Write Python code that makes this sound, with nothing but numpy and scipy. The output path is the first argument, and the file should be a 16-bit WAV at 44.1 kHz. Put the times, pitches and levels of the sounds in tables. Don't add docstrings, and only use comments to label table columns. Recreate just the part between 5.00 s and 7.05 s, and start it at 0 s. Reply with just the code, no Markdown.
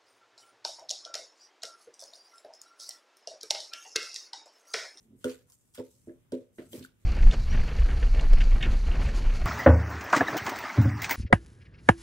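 import sys
import numpy as np
from scipy import signal
from scipy.fft import rfft, irfft, next_fast_len
from scipy.io import wavfile
from scipy.ndimage import uniform_filter1d, map_coordinates

SR = 44100
rng = np.random.default_rng(int(sys.argv[2]) if len(sys.argv) > 2 else 0)


def boost_factor(decibels):
    exponent = np.asarray(decibels, float) / 20
    return 10 ** exponent


def unload_wav(signal):
    wavfile.write(
        sys.argv[1],
        SR,
        np.round(np.clip(np.atleast_2d(signal).T, -1, 1) * 32767).astype(np.int16),
    )


N = 90404

# frequency in Hz, level in dB, decay time t60 in seconds, rim share 0-1.
STOOL_MODES = [(109.3, 10, 0.22, 0.26), (176.7, -5.5, 0.22, 0.59), (253.6, 4, 0.2, 0.31),
               (347.6, 3.5, 0.15, 0.93), (420.4, 2, 0.17, 0.37), (481, -17.5, 0.32, 0),
               (499.1, -4, 0.21, 0.04), (542.5, -2.5, 0.174, 0.26), (597.8, -14.5, 0.31, 0.99),
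               (649, -27, 0.16, 0.1), (679, -27, 0.38, 1), (953, -15.5, 0.1, 0), (667, -41, 0.023, 0.2)]
RISE_S = 0.0021


def ringing(centre_hz, width_oct, rim_db, ring):
    t = np.arange(SR // 2) / SR
    hz, db, t60, rim = np.transpose(STOOL_MODES)[..., None]
    octaves_off = np.log2(hz / centre_hz) / width_oct
    weight_db = db + rim * rim_db - 6 * octaves_off ** 2
    decay = boost_factor(weight_db - 60 * t / (ring * t60))
    modes = decay * np.sin(2 * np.pi * hz * t)
    return modes.sum(0) * (1 - np.exp(-t / RISE_S)) ** 2


# start in seconds, level in dB, centre of the push in Hz,
# rim mode level in dB, ring length 0-1 as the hand damps it.
SLAPS = [(.245, -21.5, 407, -21, 0.78), (.257, -28, 547, -3, 0.61), (.242, -45, 381, 10, 0.26),
         (0.779, -32, 467, -15, 0.37), (.791, -28.5, 493, -6.5, 0.57), (.797, -42, 403, -10, 0.2),
         (.79, -53, 100, -2, 0.61), (1.073, -38.5, 320, 6, 0.34), (1.091, -47, 363, 10.5, 0.54),
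         (1.106, -52, 600, 9.5, 0.39), (1.322, -27, 422, -5, 0.9), (1.337, -30.5, 420, -6, 0.51),
         (1.328, -42, 300, -9, 0.2), (1.585, -35.5, 365, 6.5, 0.34), (1.599, -32.5, 396, -14, 0.07),
         (1.618, -40, 610, 11.5, 0.22), (1.731, -37, 525, 0.5, 0.58), (1.746, -43, 313, 12, 0.25),
         (1.765, -46, 400, 4, 0.26), (1.784, -52, 151, -6, 0.36), (1.799, -49, 255, 3, 0.53),
         (1.812, -50.5, 257, 14.5, 0.24), (1.826, -53.5, 300, 0, 0.47)]
PUSH_OCT = 0.96
SEAT_DIP_HZ, SEAT_DIP_Q, SEAT_DIP = 790, 2.5, 0.85


def slapped_seat():
    out = np.zeros(N + SR)
    for s, db, hz, rim_db, ring in SLAPS:
        out[round(s * SR):][:SR // 2] += boost_factor(db) * ringing(hz, PUSH_OCT, rim_db, ring)
    dip = resonance(SEAT_DIP_HZ, SEAT_DIP_Q)
    return filtered(out[:N], lambda f: 1 - SEAT_DIP * dip(f))


# time in seconds, level in dB.
DRAG = [
    (0, -71.5),
    (.08, -68.5),
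    (.13, -57),
    (.19, -67),
    (.3, -87),
    (1.55, -79.5),
    (1.63, -64),
    (1.7, -64.5),
    (1.78, -48.5),
    (1.92, -87),
]
DRAG_HZ, DRAG_OCT, DRAG_RING, DRAG_RIM_DB = 203, 0.74, 0.32, 4.5
SCUFF_HZ, SCUFF_Q, SCUFF_DB = 217.8, 1.5, -2


def dragged_legs():
    drag_s, drag_db = np.transpose(DRAG)
    level_db = np.interp(np.arange(N) / SR, drag_s, drag_db)
    slips = unit(boost_factor(0.69 * wobble(90)) * rng.standard_normal(N))
    scuff = boost_factor(level_db + SCUFF_DB) * unit(filtered(slips, resonance(SCUFF_HZ, SCUFF_Q)))
    body = ringing(DRAG_HZ, DRAG_OCT, DRAG_RIM_DB, DRAG_RING)
    shaken = signal.fftconvolve(slips * boost_factor(level_db), body / np.linalg.norm(body))[:N]
    return scuff + shaken


# start in seconds, level in dB, hollow frequency in Hz,
# hollow over hiss in dB, length t60 in seconds.
SNAPS = [(0.2418, -35.5, 1436, 6.5, 0.016), (.243, -29.5, 4880, -11, 0.0073), (.243, -41, 3170, 14, 0.0054),
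         (.244, -34.5, 8450, 8, .006), (0.294, -48, 4580, -1.5, 0.056), (.31, -59, 4530, 1, .015),
         (0.345, -60, 1500, 13, 0.009), (0.755, -62, 1500, 22, 0.0075), (.767, -67, 1510, 17, 0.011),
         (0.775, -48, 3530, 1.5, 0.018), (.779, -59.5, 1420, 17.5, .01), (0.789, -56.5, 4940, 6.5, 0.0097),
         (0.801, -62, 910, 21, 0.022), (1.083, -79, 1830, 22, 0.023), (1.094, -67.5, 1710, 20, 0.009),
         (1.32, -44, 4770, 0, 0.0099), (1.321, -51, 8300, 15, 0.0063), (1.319, -60.5, 1460, 14.5, 0.013),
         (1.581, -67.5, 1380, 19, 0.012), (1.584, -61, 1960, 17, 0.021), (1.716, -58, 8700, -5, 0.02),
         (1.731, -45, 3210, 10, 0.011), (1.730, -54, 6100, -6, 0.0063), (1.794, -51.5, 4970, 2, 0.0098),
         (1.826, -58, 3100, 11, .01), (1.827, -60, 7500, 0, 0.0073), (1.836, -70, 3300, 14, 0.0089),
         (1.847, -63, 4750, 12, 0.013), (1.839, -64, 1740, 15, 0.01), (1.838, -60, 11100, 4, 0.032),
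         (1.8476, -56, 1497, 18, 0.0099), (1.85, -59.5, 7400, 13.5, 0.013),
         (1.866, -67, 1150, 15.5, 0.0095)]
# start in seconds, level in dB, hollow frequency in Hz,
# hollow over hiss in dB, length t60 in seconds.
TICKS = [
    (.499, -49, 9500, -2, .009),
    (.504, -54, 8000, 2, .01),
    (.521, -46, 8500, -4, .009),
    (.739, -55, 7600, 0, .012),
    (.747, -49, 9200, -2, .022),
    (.426, -62, 12000, -6, .01),
]
# frequency in Hz, level in dB.
SNAP_COLOUR = [(900, -10), (1450, 23), (2200, -14), (3200, 14.5), (4000, -1), (5000, 3.5), (8500, -4.5),
               (15500, -9.5)]
SNAP_RISE_S, HISS_FROM = 0.00045, 0.6
HOLLOW_Q, HOLLOW_RISE_CYCLES, HOLLOW_CLEAR = 3.5, 1.95, 0.62
SNAP_WET_DB, HOLLOW_WET_DB = -4, -12


def snaps():
    out = np.zeros((2, N + SR))
    t = np.arange(SR // 4) / SR
    for s, db, hz, hollow_db, t60 in SNAPS + TICKS:
        burst = rng.standard_normal(len(t))
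        burst = filtered(burst, lambda f: boost_factor(along(SNAP_COLOUR, f)) / (1 + (HISS_FROM * hz / (f + 1)) ** 4))
        hiss = boost_factor(-60 * t / t60) * (1 - np.exp(-t / SNAP_RISE_S)) * unit(burst)
        blur = unit(filtered(rng.standard_normal(len(t)), resonance(hz, HOLLOW_Q)))
        tone = HOLLOW_CLEAR * np.sin(2 * np.pi * hz * t) + (1 - HOLLOW_CLEAR) * blur
        build_up = 1 - np.exp(-(t * hz / HOLLOW_RISE_CYCLES) ** 2)
        hollow = boost_factor(hollow_db - 60 * t / t60 / 2) * build_up * tone
        wet = boost_factor(SNAP_WET_DB) * room(hiss + boost_factor(HOLLOW_WET_DB) * hollow)
        out[:, round(s * SR):][:, :len(t)] += boost_factor(db) * (placed(hiss + hollow) + wet)
    return out[:, :N]


# start in seconds, hold in seconds, level in dB, brightest frequency in Hz,
# fade t60 in seconds.
STROKES = [
    (0.248, 0.067, -54.5, 4500, 0.31),
    (0.744, 0.017, -56.5, 7140, 0.1),
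    (.78, 0.02, -59, 3270, 0.19),
    (0.838, 0.025, -70.5, 7300, 0.5),
    (1.323, 0.0087, -58.5, 3000, 0.31),
    (1.718, 0.071, -59.5, 11000, 0.24),
    (1.728, 0.049, -58.5, 3200, 0.28),
    (1.998, 0.18, -79.5, 7900, 0.22),
]
# start in seconds, hold in seconds, level in dB,
# brightest frequency in Hz, fade t60 in seconds.
SWELLS = [(1.68, 0.046, -61.5, 11000, 0.09), (-.05, 0.098, -75.5, 8140, 0.16),
          (0.15, 0.095, -72, 10000, 0.18), (.195, 0.041, -69.5, 3360, .1), (.19, 0.063, -80, 1590, 0.15),
          (0.338, 0.01, -76, 3240, 0.052), (.455, 0.079, -79, 1399, 0.11), (.46, 0.088, -71, 9000, .06),
          (0.559, 0.2, -76, 8200, 0.12), (0.872, 0.14, -73.5, 8100, 0.66), (1.049, 0.072, -77, 1490, 0.13),
          (1.21, 0.086, -86, 1190, 0.12), (1.522, 0.14, -69.5, 8600, 0.31)]
# start in seconds, hold in seconds, level in dB,
# brightest frequency in Hz, fade t60 in seconds.
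PATS = [
    (1.712, 0.011, -70, 2800, .1),
    (1.582, .02, -69.5, 1440, .25),
    (.255, 0.044, -66.5, 1400, 0.13),
    (1.581, 0.018, -64.5, 1680, 0.25),
    (1.583, 0.029, -66, 3100, .3),
    (1.824, 0.0082, -59.5, 3840, 0.17),
    (1.836, 0.014, -66.5, 10500, 0.092),
    (.746, 0.061, -74.5, 1660, 0.086),
]
# start in seconds, hold in seconds, level in dB,
# brightest frequency in Hz, fade t60 in seconds.
AFTER_TICK = (.526, .012, -69, 7500, .2)
# frequency in Hz, level in dB.
RUB_COLOUR = [(500, 10), (1500, 4), (4000, 0), (5500, -3), (8500, 0.5), (12000, -7.5), (15500, -10.5)]
# frequency in Hz, likeness -1 to 1.
RUB_ALIKE = [(800, 0.44), (4000, 0.098), (12000, 0.088)]
# frequency in Hz, left over right
# in dB.
RUB_BALANCE = [(1000, 2), (4000, -2), (8000, -4), (13000, 19)]
RUB_GRAIN_DB, RUB_PATCHY_DB = 2, 2.2
STROKE_RISE_S, STROKE_OCT = 0.0037, 1.76
FAINT_RISE_S, FAINT_OCT = 0.045, 0.7
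PAT_RISE_S, PAT_OCT = 0.003, 0.6


def rustle():
    t = np.arange(N) / SR
    grain = unit(boost_factor(RUB_GRAIN_DB * wobble(400) + 0.78 * wobble(60.1)))
    hiss = grain * rush(RUB_COLOUR, RUB_ALIKE, RUB_PATCHY_DB)
    kinds = [(STROKES, STROKE_RISE_S, STROKE_OCT),
             (SWELLS, FAINT_RISE_S, FAINT_OCT),
             (PATS + [AFTER_TICK], PAT_RISE_S, PAT_OCT)]
    out = 0
    for rows, rise, width in kinds:
        for s, held, db, hz, t60 in rows:
            fade = boost_factor(-60 * np.clip(t - s - held, 0, 1) / t60)
            shape = np.clip((t - s) / rise, 0, 1) * fade
            colour = unit(filtered(hiss, lambda f: boost_factor(-6 * (np.log2((f + 1) / hz) / width) ** 2)))
            out = out + boost_factor(db) * shape * colour
    side = np.array([[.5], [-.5]])
    return filtered(out, lambda f: boost_factor(along(RUB_BALANCE, f) * side))


# frequency in Hz, decay time t60 in seconds.
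ROOM = [(150, 0.25), (1000, 0.32), (4000, 0.074), (12000, 0.14)]
# frequency in Hz, likeness -1 to 1.
ROOM_ALIKE = [(100, 0.7), (400, 0.77), (1500, 0.26), (8000, 0.033)]


def room(x):
    hz, t, z = signal.stft(rng.standard_normal((2, SR // 3)), SR, nperseg=256)
    decay = boost_factor(-60 * t / along(ROOM, hz)[:, None])
    tail = signal.istft(z * decay, SR, nperseg=256)[1]
    tail = paired(tail, np.ones_like, ROOM_ALIKE)
    late = np.pad(x, (180, 0))[None]
    return signal.fftconvolve(late, tail / np.linalg.norm(tail[0]), axes=1)[:, :len(x)]


# frequency in Hz, level in dB.
HUM = [(12, -121), (20, -10.5), (116, 1.5), (795, -23.5), (3120, -28.5), (3690, -29), (4010, -36),
       (8520, -30), (15700, -35)]
# frequency in Hz, likeness -1 to 1.
HUM_ALIKE = [(25, -0.43), (60, 1), (240, 0.15), (950, -0.016), (3770, -0.12), (15000, 0.17)]
HUM_DB, HUM_SWAY_DB = -68.5, 1.5


def background_hum():
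    sway = boost_factor(HUM_DB + HUM_SWAY_DB * wobble(5.84))
    return sway * rush(HUM, HUM_ALIKE, patchy_db=-1.0)


def rush(spectrum, alike, patchy_db):
    z = signal.stft(rng.standard_normal((2, N)), nperseg=512)[2]
    field = uniform_filter1d(rng.standard_normal(z.shape[1:]), 6, 0)
    field = uniform_filter1d(field, 8, 1)
    pair = signal.istft(z * boost_factor(patchy_db * unit(field)), nperseg=512)[1][:, :N]
    return unit(paired(pair, lambda hz: boost_factor(along(spectrum, hz)), alike))


def paired(pair, response, alike):
    def mix(hz):
        angle = np.arccos(np.clip(along(alike, hz), -1, 1)) / 2
        return response(hz) * np.array([np.cos(angle), np.sin(angle)])
    mid, side = filtered(pair, mix)
    return np.array([mid + side, mid - side])


SEAT_PAN_DB, LAG_S = -1.5, 0.00018


def placed(x):
    side = np.array([[.5], [-.5]])
    gain = boost_factor(side * SEAT_PAN_DB)
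    return filtered(x[None], lambda hz: gain * np.exp(-2j * np.pi * hz * (.5 - side) * LAG_S))


def resonance(hz, q):
    def response(f):
        damping = 1j * f * hz / q
        return (damping / (hz * hz - f * f + damping)) ** 2
    return response


def filtered(x, response):
    m = next_fast_len(x.shape[-1] + 8192)
    return irfft(rfft(x, m) * response(np.fft.rfftfreq(m, 1 / SR)), m)[..., :x.shape[-1]]


def along(points, hz):
    f, v = np.transpose(points)
    return np.interp(np.log(hz + 1), np.log(f + 1), v)


def wobble(rate):
    knots = rng.standard_normal(int(N * rate / SR) + 4)
    return map_coordinates(knots, [np.arange(N) * rate / SR])


def unit(x):
    return x / np.sqrt(np.mean(x ** 2) + 1e-20)


SEAT_WET_DB = -13


def scene():
    stool = slapped_seat() + dragged_legs()
    stool_in_room = placed(stool) + boost_factor(SEAT_WET_DB) * room(stool)
    return stool_in_room + snaps() + rustle() + background_hum()


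def roll_off(x):
    return signal.sosfilt(signal.butter(12, 15800, fs=SR, output="sos"), x)


def record(dry):
    mix = filtered(dry, lambda hz: hz < 15750)
    return roll_off(mix)


dry = scene()
out = record(dry)
unload_wav(out)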